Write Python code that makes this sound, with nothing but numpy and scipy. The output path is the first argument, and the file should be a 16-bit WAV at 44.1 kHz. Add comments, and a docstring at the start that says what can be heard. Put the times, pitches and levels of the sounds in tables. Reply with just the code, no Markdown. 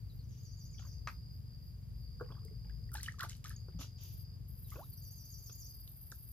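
"""A far single-cylinder pump thuds under the low rumble of the air as a small bird twitters by a pond.
Crickets trill and a katydid buzzes by stridulation: wing strokes excite the resonances of the wing.
Wet grass swishes, fishing tackle clacks once in its ringing modes, and the bird later sings again.
Loudest is the nearby water, which plops, drips and splashes: impacts give short bursts of noise,
and trapped air bubbles ring as damped oscillators. One low, dull thump follows the main splash."""
import sys
import numpy as np
from scipy import signal
from scipy.fft import rfft, irfft, next_fast_len
from scipy.io import wavfile
from scipy.ndimage import map_coordinates

SR = 44100
rng = np.random.default_rng(int(sys.argv[2]) if len(sys.argv) > 2 else 0)


def put_to_file(sound):
    """Save the sound as 16-bit audio at rate SR, in the file named by the first command-line argument."""
    columns = np.atleast_2d(sound).T  # one column per channel
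    safe = np.clip(columns, -1, 1)
    whole_steps = np.round(safe * 32767)
    wavfile.write(sys.argv[1], SR, whole_steps.astype(np.int16))


N = 278932
TIME = np.arange(N) / SR

# bouts of the near crickets: start t/s, end t/s, relative level/dB
CRICKET_BOUTS = [(0.46, 1.37, -61.5), (1.513, 1.735, -65), (2.006, 2.884, -62.5), (3.559, 4.359, -62.8),
                 (5.0, 5.846, -60.3)]


def amp(db):
    """Amplitude ratio of a level in decibels."""
    return 10 ** (np.asarray(db) / 20)


def unit(x):
    """Normalisation to an rms of 1."""
    return x / np.sqrt(np.mean(x ** 2) + 1e-20)


def along(points, hz):
    """Interpolation of (f/Hz, value) points on a logarithmic frequency axis."""
    f, v = np.transpose(points)
    return np.interp(np.log(hz + 1), np.log(f + 1), v)


def curve(points):
    """Linear interpolation of (t/s, value) points at every sample."""
    return np.interp(TIME, *np.transpose(points))


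def wobble(rate):
    """Smooth random modulation: a spline through `rate` knots a second."""
    return map_coordinates(rng.standard_normal(int(N * rate / SR) + 4), [TIME * rate])


def swell(s, length):
    """Critically damped envelope: a quick rise from time s, then a slower decay."""
    u = 4 * np.maximum(TIME - s, 0) / length
    return u * np.exp(1 - u)


def bouts(rows, attack_s, release_s, rest_db):
    """Trapezoidal envelope in dB of an insect that swells, holds and stops."""
    level_db = rest_db
    for start, end, db in rows:
        ramp = np.minimum((TIME - start) / attack_s, (end - TIME) / release_s) + 1
        level_db += (db - rest_db) * np.clip(ramp, 0, 1)
    return level_db


def add(track, s, sound):
    """Superposition of a sound on a track at time s."""
    start = max(0, round(s * SR))
    track[start:start + len(sound)] += sound[:max(0, N - start)]


def filtered(x, response):
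    """Linear filtering: the spectrum of x times a frequency response."""
    size = next_fast_len(N + SR // 2)
    return irfft(rfft(x, size) * response(np.fft.rfftfreq(size, 1 / SR)), size)[..., :N]


def coloured(x, spectrum):
    """Minimum-phase filter of unit energy, shaped by (f/Hz, level/dB) points."""
    size = 2 ** 14
    cepstrum = irfft(np.log(amp(along(spectrum, np.fft.rfftfreq(size, 1 / SR)))))
    cepstrum[1:size // 2] *= 2  # folding the cepstrum makes the filter causal
    cepstrum[size // 2 + 1:] = 0
    kernel = irfft(np.exp(rfft(cepstrum)))
    return signal.fftconvolve(x, kernel / np.linalg.norm(kernel))[:N]


def bursts(rows, spectrum):
    """Impacts as exponentially decaying noise, from rows of t/s, level/dB, T60/s."""
    track, t = np.zeros(N), np.arange(SR // 4) / SR
    for s, db, t60 in rows:
        add(track, s, amp(db - 60 * t / t60) * rng.standard_normal(len(t)) / 2)
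    return coloured(track, spectrum)


def placed(x, lag_us, left_db):
    """Interaural time and level differences; positive values favour the left ear."""
    side = np.array([[.5], [-.5]])
    return amp(side * left_db) * filtered(x, lambda hz: np.exp(2j * np.pi * hz * side * lag_us / 1e6))


def wide(spectrum, side_db):
    """Partly coherent stereo noise of rms 1, from independent mid and side signals."""
    mid, side = (coloured(rng.standard_normal(N), spectrum) for _ in range(2))
    return unit(np.array([mid + amp(side_db) * side, mid - amp(side_db) * side]))


def echo(x):
    """Diffuse scattering from reeds and bank: a decaying noise tail, different in each ear."""
    # reverberation time of the bank: f/Hz, T60/s
    decay_times = [(200, 0.17), (2000, 0.14), (6000, 0.26), (12000, 0.14)]
    hz, t, noise = signal.stft(rng.standard_normal((2, SR // 3)), SR, nperseg=256)
    tail = signal.istft(noise * amp(-60 * t / along(decay_times, hz)[:, None]), SR, nperseg=256)[1]
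    return signal.fftconvolve(x[None], tail / np.linalg.norm(tail[0]), axes=1)[:, :N]


def air():
    """Stationary noise: a faint hiss of air, and a thin fizz that sounds wide by being in antiphase."""
    # spectra of the hiss and the fizz: f/Hz, level/dB
    hiss_spectrum = [(150, -17.5), (250, -8), (700, -16.5), (1500, -21.5), (4000, -24.5), (5600, -24.5),
                     (8300, -34.5), (11000, -23), (14000, -18.5), (15800, -51.5)]
    fizz_spectrum = [(3000, -43), (7000, -11.5), (11000, -30.5), (13000, -19), (15000, -0.5), (15800, -3)]
    hiss = amp(-72) * wide(hiss_spectrum, side_db=1)
    fizz = amp(-69) * unit(coloured(rng.standard_normal(N), fizz_spectrum))
    return hiss + fizz * np.array([[1], [-1]])


def pump(scatter_db=1.1, jitter_s=.0003):
    """Source and filter: a nearly periodic pulse train gives one dull exhaust thud per firing."""
    # speed of the pump: t/s, firing rate/Hz
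    speed = [(0, 25), (1.5, 23.16), (2.6, 22.9), (3.6, 22.8), (6.32, 22.9)]
    # strength of the thuds: t/s, relative level/dB
    levels = [(0.0, -50.5), (0.05, -51), (3.19, -50), (4.75, -52), (6.27, -59), (6.32, -59)]
    # exhaust spectrum: f/Hz, level/dB
    exhaust = [(25, -35.5), (48, -5.5), (68, -21), (90, 1), (113, 2), (136, -4), (180, -13), (215, -32),
               (300, -33.5), (600, -61.5)]
    cycles = np.cumsum(curve(speed)) / SR + .3
    firings = TIME[1:][np.diff(np.floor(cycles)) > 0]
    pulses = np.zeros(N)
    for s, (late, size) in zip(firings, rng.standard_normal((len(firings), 2))):
        add(pulses, s + jitter_s * late, amp([scatter_db * size]))
    thuds = amp(curve(levels) - .3) * unit(coloured(pulses, exhaust))
    return placed(thuds, lag_us=-39, left_db=2.5)


def rumble():
    """The open air rumbles as low-frequency noise under slow amplitude modulation."""
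    # gusts: t/s, relative level/dB
    gusts = [(0.0, -49.5), (0.58, -54), (0.9, -51), (1.7, -52), (2.31, -51), (2.82, -49.5), (3.2, -53),
             (3.7, -53.5), (4.7, -52.5), (5.6, -57), (6.11, -57.5), (6.32, -56)]
    # rumble spectrum: f/Hz, level/dB
    spectrum = [(20, -39), (32, -17.5), (41, -22), (52, 3.5), (75, -4.5), (125, -6), (160, -16.5),
                (220, -22.5), (350, -38), (450, -36), (900, -63)]
    level_db = curve(gusts) + 2.8 + .27 * wobble(5)
    return amp(level_db) * wide(spectrum, side_db=-9) * amp([[1.4], [-1.4]])


def grass():
    """Friction noise: wet blades brush past each other in short, uneven swishes."""
    # swishes: t/s, level/dB, duration/s
    swishes = [(0.3, -72, 0.18), (0.788, -65.5, 0.089), (3.786, -54, 0.09), (3.973, -61, 0.21),
               (4.673, -66, 0.22)]
    # friction spectrum: f/Hz, level/dB
    spectrum = [(600, -10), (2000, -12.5), (2800, -1), (3500, 0), (4300, -4.5), (5800, 3.5), (7000, 1),
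                (8500, -42), (15000, -28)]
    push = sum(amp(db) * swell(s, length) for s, db, length in swishes)
    return push * amp(1.9 * wobble(120)) * wide(spectrum, side_db=-1.5)


def cricket(stroke_hz, pitch_hz, fall, duty, rough_db, blur, cold_sag=.018, warm_up_s=.13):
    """Stridulation: each wing stroke starts a sagging tone; a bout begins slower and lower."""
    starts = np.array([0] + [start for start, _, _ in CRICKET_BOUTS])
    age = TIME - starts[np.searchsorted(starts, TIME, side="right") - 1]
    vigour = 1 - cold_sag * np.exp(-age / warm_up_s)
    strokes = stroke_hz * np.cumsum(vigour) / SR + .01192 * wobble(4)
    u = np.minimum(strokes % 1 / duty, 1)  # progress through the sounding part of a stroke
    cycles = pitch_hz * vigour * duty / stroke_hz * (u + fall * u * (1 - u) / 2) + blur * wobble(110)
    return unit(np.sin(np.pi * u) * amp(rough_db * wobble(60)) * np.sin(2 * np.pi * cycles))


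def crickets():
    """A fast and a slow triller share a pitch, blurred by scattering and a narrow-band far chorus."""
    # chorus spectrum: f/Hz, level/dB
    spectrum = [(3800, -57), (4450, -7.5), (4800, -.5), (4950, 2), (5150, -24.5), (5400, -45.5)]
    fast = cricket(stroke_hz=76.05, pitch_hz=4853, fall=.1, duty=.746, rough_db=2.5, blur=.067)
    slow = cricket(stroke_hz=24.8, pitch_hz=4843, fall=.12, duty=.42, rough_db=0, blur=.1)
    direct = placed(fast, lag_us=50, left_db=-.5) + amp(-3.5) * placed(slow, lag_us=31, left_db=-2)
    chorus = wide(spectrum, side_db=-4)
    level_db = bouts(CRICKET_BOUTS, attack_s=.09, release_s=.021, rest_db=-70.5)
    return amp(level_db - 2.5) * unit(direct + amp(-6) * echo(fast + slow) + amp(-2.5) * chorus)


def rasp(tooth_rate, tick_db):
    """Random clicks of a wing file's teeth, mixed with noise, excite the wing's high resonance."""
    # wing response: f/Hz, level/dB
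    resonance = [(4710, -36), (8000, -35), (8880, -24), (10100, -10.5), (11000, -10.5), (12500, 1),
                 (14600, -1.5), (15300, -11), (15700, -26.5)]
    teeth = (rng.random(N) < tooth_rate / SR) * rng.uniform(.61, 1, N)
    return unit(coloured(amp(tick_db) * unit(teeth) + rng.standard_normal(N), resonance))


def katydids(stroke_hz=22.3, closed_at_s=5.19, growth_db_per_s=1, split_hz=12200, lisp_s=.035):
    """Amplitude-modulated rasps: quick wing strokes buzz nearby, and a farther insect lisps slowly."""
    # near bouts: start t/s, end t/s, relative level/dB
    buzzes = [(4.015, 4.225, -65.5), (4.485, 6.4, -65)]
    # far lisps: t/s, relative level/dB
    far_lisps = [(.16, -84), (.42, -85), (.64, -83), (.88, -82), (1.111, -82), (1.359, -84.5), (1.67, -84),
                 (2.01, -86)]
    since_closed = TIME - closed_at_s
    swing = np.abs(np.sin(np.pi * (stroke_hz * since_closed + .085 * wobble(7.4))))
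    roughness = amp(1.5 * wobble(650) + 1.7 * wobble(75))
    strokes = (.67 + np.minimum(swing, .7) ** 1.5) * roughness
    level_db = bouts(buzzes, attack_s=.02, release_s=.042, rest_db=-95) + growth_db_per_s * since_closed
    wing = rasp(tooth_rate=260, tick_db=-7)
    low = filtered(wing, lambda hz: hz < split_hz)
    shimmer = sum(band * amp(1.2 * wobble(80)) for band in (low, wing - low))  # each flutters alone
    buzz = amp(level_db + 7) * unit(strokes * shimmer)
    lisp_envelope = sum(amp(db + 12) * np.exp(-.5 * ((TIME - s) / lisp_s) ** 2) for s, db in far_lisps)
    lisps = lisp_envelope * rasp(tooth_rate=1900, tick_db=3)
    direct = placed(buzz, lag_us=24.6, left_db=0) + placed(lisps, lag_us=12.5, left_db=0)
    return direct + amp(-15) * echo(buzz)


def whistle(length_s, start_hz, end_hz, db, bend=1.3, burr_hz=420, top_db=10, knots=24):
    """A frequency-modulated swoop, louder at its top; the more bend, the longer it lingers low."""
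    u = np.linspace(0, 1, max(8, int(length_s * SR)))
    waver, flicker = (map_coordinates(row, [u * knots]) for row in rng.standard_normal((2, knots + 1)))
    height = (u if end_hz > start_hz else 1 - u) ** bend
    glide_hz = min(start_hz, end_hz) + abs(end_hz - start_hz) * height
    burr = .028 * (1 - height) * np.sin(2 * np.pi * (burr_hz * length_s * u + rng.random()))
    detune = .0185 * rng.standard_normal()
    hz = glide_hz * (1 + .013 * waver + burr + detune)
    envelope = amp(db + 3 * flicker + top_db * (height - .5)) * np.abs(np.sin(np.pi * u)) ** .25
    return envelope * np.sin(2 * np.pi * np.cumsum(hz) / SR)


def bird(syllables=5, low_hz=5510, high_hz=6740, climb_hz=55.5, turn_s=.055, hurry_s=.0032):
    """Chirps, then ever louder, higher, shorter syllables; reflection from trees and bank adds a haze."""
    # falling lead-in chirps: t/s, starting f/Hz, relative level/dB
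    lead_ins = [(0.099, 4130, -72), (.19, 4700, -68), (.24, 6160, -75.5), (4.645, 4130, -74),
                (4.83, 4180, -71), (4.919, 4710, -65), (4.971, 6160, -68.5)]
    # twittering phrases: t/s, syllable period/s, relative level approached/dB
    phrases = [(.309, .14, -63), (5.04, .14, -58.5)]
    chirps, song = np.zeros(N), np.zeros(N)
    for s, hz, db in lead_ins:
        add(chirps, s, whistle(.029, hz, .893 * hz, db))
    for start, period, full_db in phrases:
        for k in range(syllables):
            s = start + k * period
            top_hz = high_hz + k * climb_hz
            db = full_db - 6 / 2 ** k
            # a quick flick, a plunge and a swoop back up
            add(song, s - .018, whistle(.0098, top_hz, .937 * top_hz, db - 3.5))
            add(song, s, whistle(.044, top_hz, low_hz, db, bend=3.58))
            add(song, s + turn_s - k * hurry_s, whistle(.027, low_hz, top_hz - 130, db - 2.8, bend=1.22))
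    water_reflection = amp(-8) * np.interp(TIME - .0088, TIME, song, left=0)
    early = placed(chirps + song + water_reflection, lag_us=28, left_db=.5)
    haze = echo(echo(song)[0])
    return amp(2) * early + amp(1) * echo(song + chirps / 2) + amp(-6) * haze


def tackle(knock_hz=1260, knock_t60_s=.0066, rise_s=.00035, crack_t60_s=.0042, rattle_t60_s=.11):
    """Impact excites damped modes: a hard crack, the pole's hollow knock, a brief ring and a rattle."""
    # contacts of the clack: t/s, relative level/dB
    contacts = [(1.0719, -44), (1.0737, -29.5)]
    # modes of the tackle: f/Hz, relative level/dB, T60/s
    modes = [(934.5, -1.5, 0.12), (1160, -12, 0.074), (1376, 0, 0.079), (1610, -6, 0.11), (1896, 4, 0.092),
             (2100, 1, 0.082), (2280, -2, 0.087), (2380, -8, 0.11), (2540, -6, 0.082), (2655, -2, 0.069)]
    # spectra of the first contact and the rattle after it: f/Hz, level/dB
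    crack_spectrum = [(300, -2), (2000, 6), (5000, 16), (6500, 6.5), (8000, -14), (15000, -34)]
    rattle_spectrum = [(150, -45), (450, -22), (750, -11), (1200, 0), (1500, -3), (2000, -9), (2700, -14),
                       (3500, -19), (5000, -16), (8000, -27), (15000, -32)]
    pole, t = np.zeros(N), np.arange(SR // 4) / SR
    for s, db in contacts:
        ring = sum(amp(level + rng.standard_normal() - 60 * t / t60)
                   * np.sin(2 * np.pi * (hz * t + rng.random())) for hz, level, t60 in modes)
        give = 1 - np.exp(-t / rise_s)  # the pole yields under the blow
        knock = amp(6.5 - 60 * t / knock_t60_s) * give * np.sin(2 * np.pi * knock_hz * t)
        add(pole, s, amp(db) * (knock + amp(-19) * ring))
    crack = bursts([(s, db + .5, crack_t60_s) for s, db in contacts], crack_spectrum)
    rattle = bursts([(s, db - 8.5, rattle_t60_s) for s, db in contacts], rattle_spectrum)
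    clack = crack + pole + rattle
    return placed(clack, lag_us=32, left_db=0) + amp(-6) * echo(clack)


def tiny_bubbles(flow, rate, centre_hz, spread, decay_cycles, size_db):
    """A Poisson process of damped, rising sines, each scaled by the flow at its birth."""
    track, t = np.zeros(N), np.arange(SR // 40) / SR
    births = np.flatnonzero((rng.random(N) < rate / SR) & (flow > flow.max() / 100))
    for i, (pitch, size) in zip(births, rng.standard_normal((len(births), 2))):
        hz = min(centre_hz * np.exp(spread * pitch), SR / 3)
        age = hz * t / decay_cycles
        ping = np.exp(-age) * np.sin(2 * np.pi * hz * t * (1 + .062 * np.minimum(age, 4)))
        strength = flow[i] * amp(size_db * np.clip(size, -2, 1.5)) * np.sqrt(SR / rate)
        add(track, i / SR, strength * ping / np.linalg.norm(ping))
    return track


def lapping():
    """Air entrainment: ripples reach the bank and shed faint bubbles of all sizes."""
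    # ripples: t/s, relative level/dB, duration/s
    ripples = [(0.792, -76, 0.16), (2.232, -72.5, 0.24), (2.636, -78, 0.095), (3.688, -81, 0.22),
               (4.726, -68.5, .08)]
    flow = sum(amp(db) * swell(s, length) for s, db, length in ripples)
    return tiny_bubbles(flow, rate=260, centre_hz=1151, spread=.544, decay_cycles=4.4, size_db=4.5)


def spray():
    """Many small impacts add incoherently: water falls back as mist and droplets and stirs a gurgle."""
    # bursts of spray: t/s, duration/s, then relative level/dB of mist, droplets and gurgle
    showers = [(2.94, 0.083, -60.5, -61.5, -64), (3.024, .096, -64, -64.5, -71.5),
               (3.186, 0.039, -67, -60.5, -60), (3.226, 0.037, -55, -62.5, -56),
               (3.286, 0.083, -65, -64, -73), (3.436, 0.064, -73, -63, -62.5),
               (3.492, 0.059, -66, -71.5, -70), (3.796, 0.065, -56.5, -66, -84.5)]
    # spectrum of falling spray: f/Hz, level/dB
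    spectrum = [(500, -37), (1400, -3), (2300, 5.5), (3500, 8.5), (6000, 10.5), (8300, 0.5), (12000, 10),
                (14000, -1), (15800, -31)]
    haze, rain, stir = sum(amp(levels)[:, None] * swell(s, length) for s, length, *levels in showers)
    droplets = tiny_bubbles(rain, rate=600, centre_hz=4920, spread=.53, decay_cycles=2.3, size_db=4.5)
    mist = haze * rng.standard_normal(N)
    gurgle = tiny_bubbles(stir, rate=260, centre_hz=1437, spread=.225, decay_cycles=9.6, size_db=2)
    return coloured(droplets + mist, spectrum) + gurgle


def slaps():
    """Blunt impacts on the water radiate short bursts of dull noise."""
    # impacts: t/s, relative level/dB, T60/s
    impacts = [(.794, -67, .05), (2.199, -46, 0.038), (2.209, -36.5, 0.062), (2.303, -49, 0.056),
               (2.32, -49, 0.027), (2.95, -54, 0.02), (3.236, -44.5, 0.058), (3.684, -49, 0.038),
               (3.79, -51, 0.05), (3.809, -48, 0.091), (3.843, -55, .03), (4.758, -45.5, 0.058),
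               (4.791, -43, 0.04), (5.496, -55.5, 0.051), (6.12, -50, 0.025)]
    # slap spectrum: f/Hz, level/dB
    spectrum = [(150, -17.5), (450, -3), (750, -10.5), (1400, -5), (1650, -15), (1950, -46), (6000, -43)]
    return bursts(impacts, spectrum)


def drops(band_ratio=1.53, cutoff_hz=12500):
    """Impact transients: single drops tick in a band of noise, the smaller the brighter."""
    # drops: t/s, relative level/dB, centre f/Hz, T60/s
    impacts = [(0.793, -49, 2600, 0.024), (2.45, -37.5, 13000, 0.0075), (2.697, -54, 3600, 0.013),
               (2.9178, -45, 11000, 0.016), (2.934, -39, 9900, .008), (2.938, -35, 11000, .008),
               (2.941, -29, 10400, 0.014), (3.014, -46, 11000, .012), (3.029, -37.5, 10000, .008),
               (3.0312, -30.5, 8100, 0.017), (3.069, -44, 12000, .008), (3.122, -42, 5800, .008),
               (3.193, -37, 6470, 0.0088), (3.2068, -32, 3800, 0.015), (3.2088, -34, 9500, 0.0056),
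               (3.2307, -37, 10500, .014), (3.238, -39, 10000, 0.017), (3.29, -40, 11000, .006),
               (3.2955, -30.5, 6000, 0.0072), (3.319, -49, 8000, 0.0071), (3.368, -44.5, 11000, .006),
               (3.442, -36.5, 4570, .014), (3.4572, -39.5, 5000, 0.0078), (3.466, -51, 9500, .008),
               (3.481, -36, 10500, 0.005), (3.495, -33, 8000, 0.0054), (4.7035, -39, 7000, 0.0084),
               (5.497, -51, 3800, 0.023), (5.877, -46.5, 3930, 0.0091), (6.117, -41, 5670, 0.025)]
    track, t = np.zeros(N), np.arange(SR // 25) / SR
    for s, db, hz, t60 in impacts:
        band = signal.butter(2, [hz / band_ratio, hz * band_ratio], "bandpass", fs=SR)
        tick = unit(signal.lfilter(*band, rng.standard_normal(len(t))))
        add(track, s, amp(db - 60 * t / t60) * tick / 2)
    return signal.lfilter(*signal.butter(2, cutoff_hz, fs=SR), track)


def gulps(bend=1.4):
    """Cavity resonance glides ever faster: up as the open cavity closes, down as it deepens."""
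    # cavities: t/s, duration/s, start f/Hz, end f/Hz, relative level/dB
    cavities = [(3.222, 0.0065, 1280, 1550, -36.5), (3.23, .009, 1780, 1200, -37),
                (3.562, 0.0064, 6970, 6190, -48), (4.748, 0.1, 386, 1454, -51.5),
                (6.1183, 0.0097, 1820, 1200, -48.5)]
    track = np.zeros(N)
    for s, length, start_hz, end_hz, db in cavities:
        u = np.linspace(0, 1, max(8, int(length * SR)))
        hz = start_hz * (end_hz / start_hz) ** (u ** bend)
        add(track, s, amp(db) * np.sin(np.pi * u) * np.sin(2 * np.pi * np.cumsum(hz) / SR))
    return track


def bubbles_and_thump(onset_s=.0014, ring_cycles=38.2):
    """Damped oscillators: a dull thump, and bubbles that ring longer if large and rise as they surface."""
    # the loudest bubbles, and one low, dull thump: t/s, starting f/Hz, relative level/dB, rise/octaves
    resonances = [(.745, 2280, -56.5, 0.04), (.7835, 3180, -41, 0.4), (.794, 1400, -55, 0),
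                  (.795, 754, -59, .1), (.807, 1370, -58, .1), (.821, 1300, -58, .7),
                  (2.211, 463, -34, 0.24), (2.223, 467, -44.5, 0.17), (2.247, 2850, -56, .3),
                  (2.303, 431, -51.5, 0.15), (2.322, 3300, -44.5, 0.16), (2.343, 3200, -53, .2),
                  (2.366, 1130, -57.5, 0.18), (2.381, 1200, -57, .3), (2.452, 425, -50, 0.36),
                  (2.481, 2000, -57, 0.4), (2.511, 424, -51.5, 0.25), (2.696, 1565, -51.5, 0.47),
                  (2.704, 1880, -58, 0.3), (2.891, 1850, -51, .2), (2.917, 1400, -49.5, 0),
                  (2.929, 1310, -50, .2), (2.943, 1460, -41.5, 0.1), (2.95, 864, -39, 0),
                  (2.9505, 1310, -42, 0.5), (2.955, 1675, -34, 0.25), (2.958, 3570, -41, 0.3),
                  (2.971, 3980, -32.5, .3), (2.982, 1540, -39, 0.2), (3.0, 1770, -42.5, 0.6),
                  (3.009, 4170, -32.5, .5), (3.033, 2010, -45, 0), (3.061, 2876, -31.5, .3),
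                  (3.062, 1700, -51, 0.4), (3.079, 1260, -39.5, 0.35), (3.0843, 1740, -25, 0.6),
                  (3.101, 2030, -53, 0.3), (3.12, 1790, -46, 0.06), (3.141, 1240, -52, 0.22),
                  (3.184, 1130, -50, .3), (3.194, 1650, -39, .3), (3.2006, 1380, -31.5, 0.45),
                  (3.208, 1800, -32, 0.4), (3.215, 1064, -40.5, 0.4), (3.233, 1134, -35, 0.3),
                  (3.238, 687, -49.5, 0.2), (3.247, 866, -44, 0.24), (3.26, 1330, -43, 0.76),
                  (3.298, 2000, -48, .2), (3.313, 1520, -53, .2), (3.329, 2930, -43, 0.2),
                  (3.45, 1206, -43.5, 0.26), (3.457, 1680, -42, .4), (3.505, 1670, -41, 0.35),
                  (3.511, 1300, -48, .1), (3.527, 1660, -49.5, .4), (3.685, 374, -54.5, 0.1),
                  (3.748, 167.3, -41, 0.12), (3.792, 273, -50.5, 0.15), (3.8095, 2700, -42, 0.2),
                  (4.716, 2000, -50, 0.19), (4.7205, 1184, -46.5, 0.2), (4.725, 2016, -50, 0.3),
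                  (4.73, 1210, -46, 0.2), (4.758, 2560, -46, .1), (5.495, 3300, -53, .1),
                  (5.5, 2620, -55, 0.1), (6.131, 1650, -58, .3)]
    track, t = np.zeros(N), np.arange(SR // 4) / SR
    for s, hz, db, rise in resonances:
        age = hz * t / ring_cycles  # 1 after a decay of 60 dB
        phase = 2 * np.pi * hz * np.cumsum(2 ** (rise * np.minimum(age, 1))) / SR
        add(track, s, amp(db - 60 * age) * (1 - np.exp(-t / onset_s)) * np.sin(phase))
    return track


def water():
    """Direct and scattered sound of splashes a little to the left and of gulps nearer the centre."""
    splashes = bubbles_and_thump() + lapping() + slaps() + spray() + drops()
    cavities = gulps()
    direct = placed(splashes, lag_us=69.2, left_db=.5) + placed(cavities, lag_us=36, left_db=1)
    return amp(.8) * (direct + amp(-7) * echo(splashes + amp(-5) * cavities))


def scene():
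    """Superposition of all the sources around the pond, in stereo."""
    return air() + pump() + rumble() + crickets() + katydids() + bird() + water() + grass() + tackle()


def record(dry):
    """Band limiting by an ideal low-pass filter."""
    return filtered(dry, lambda hz: hz < 15850)


dry = scene()
out = record(dry)
put_to_file(out)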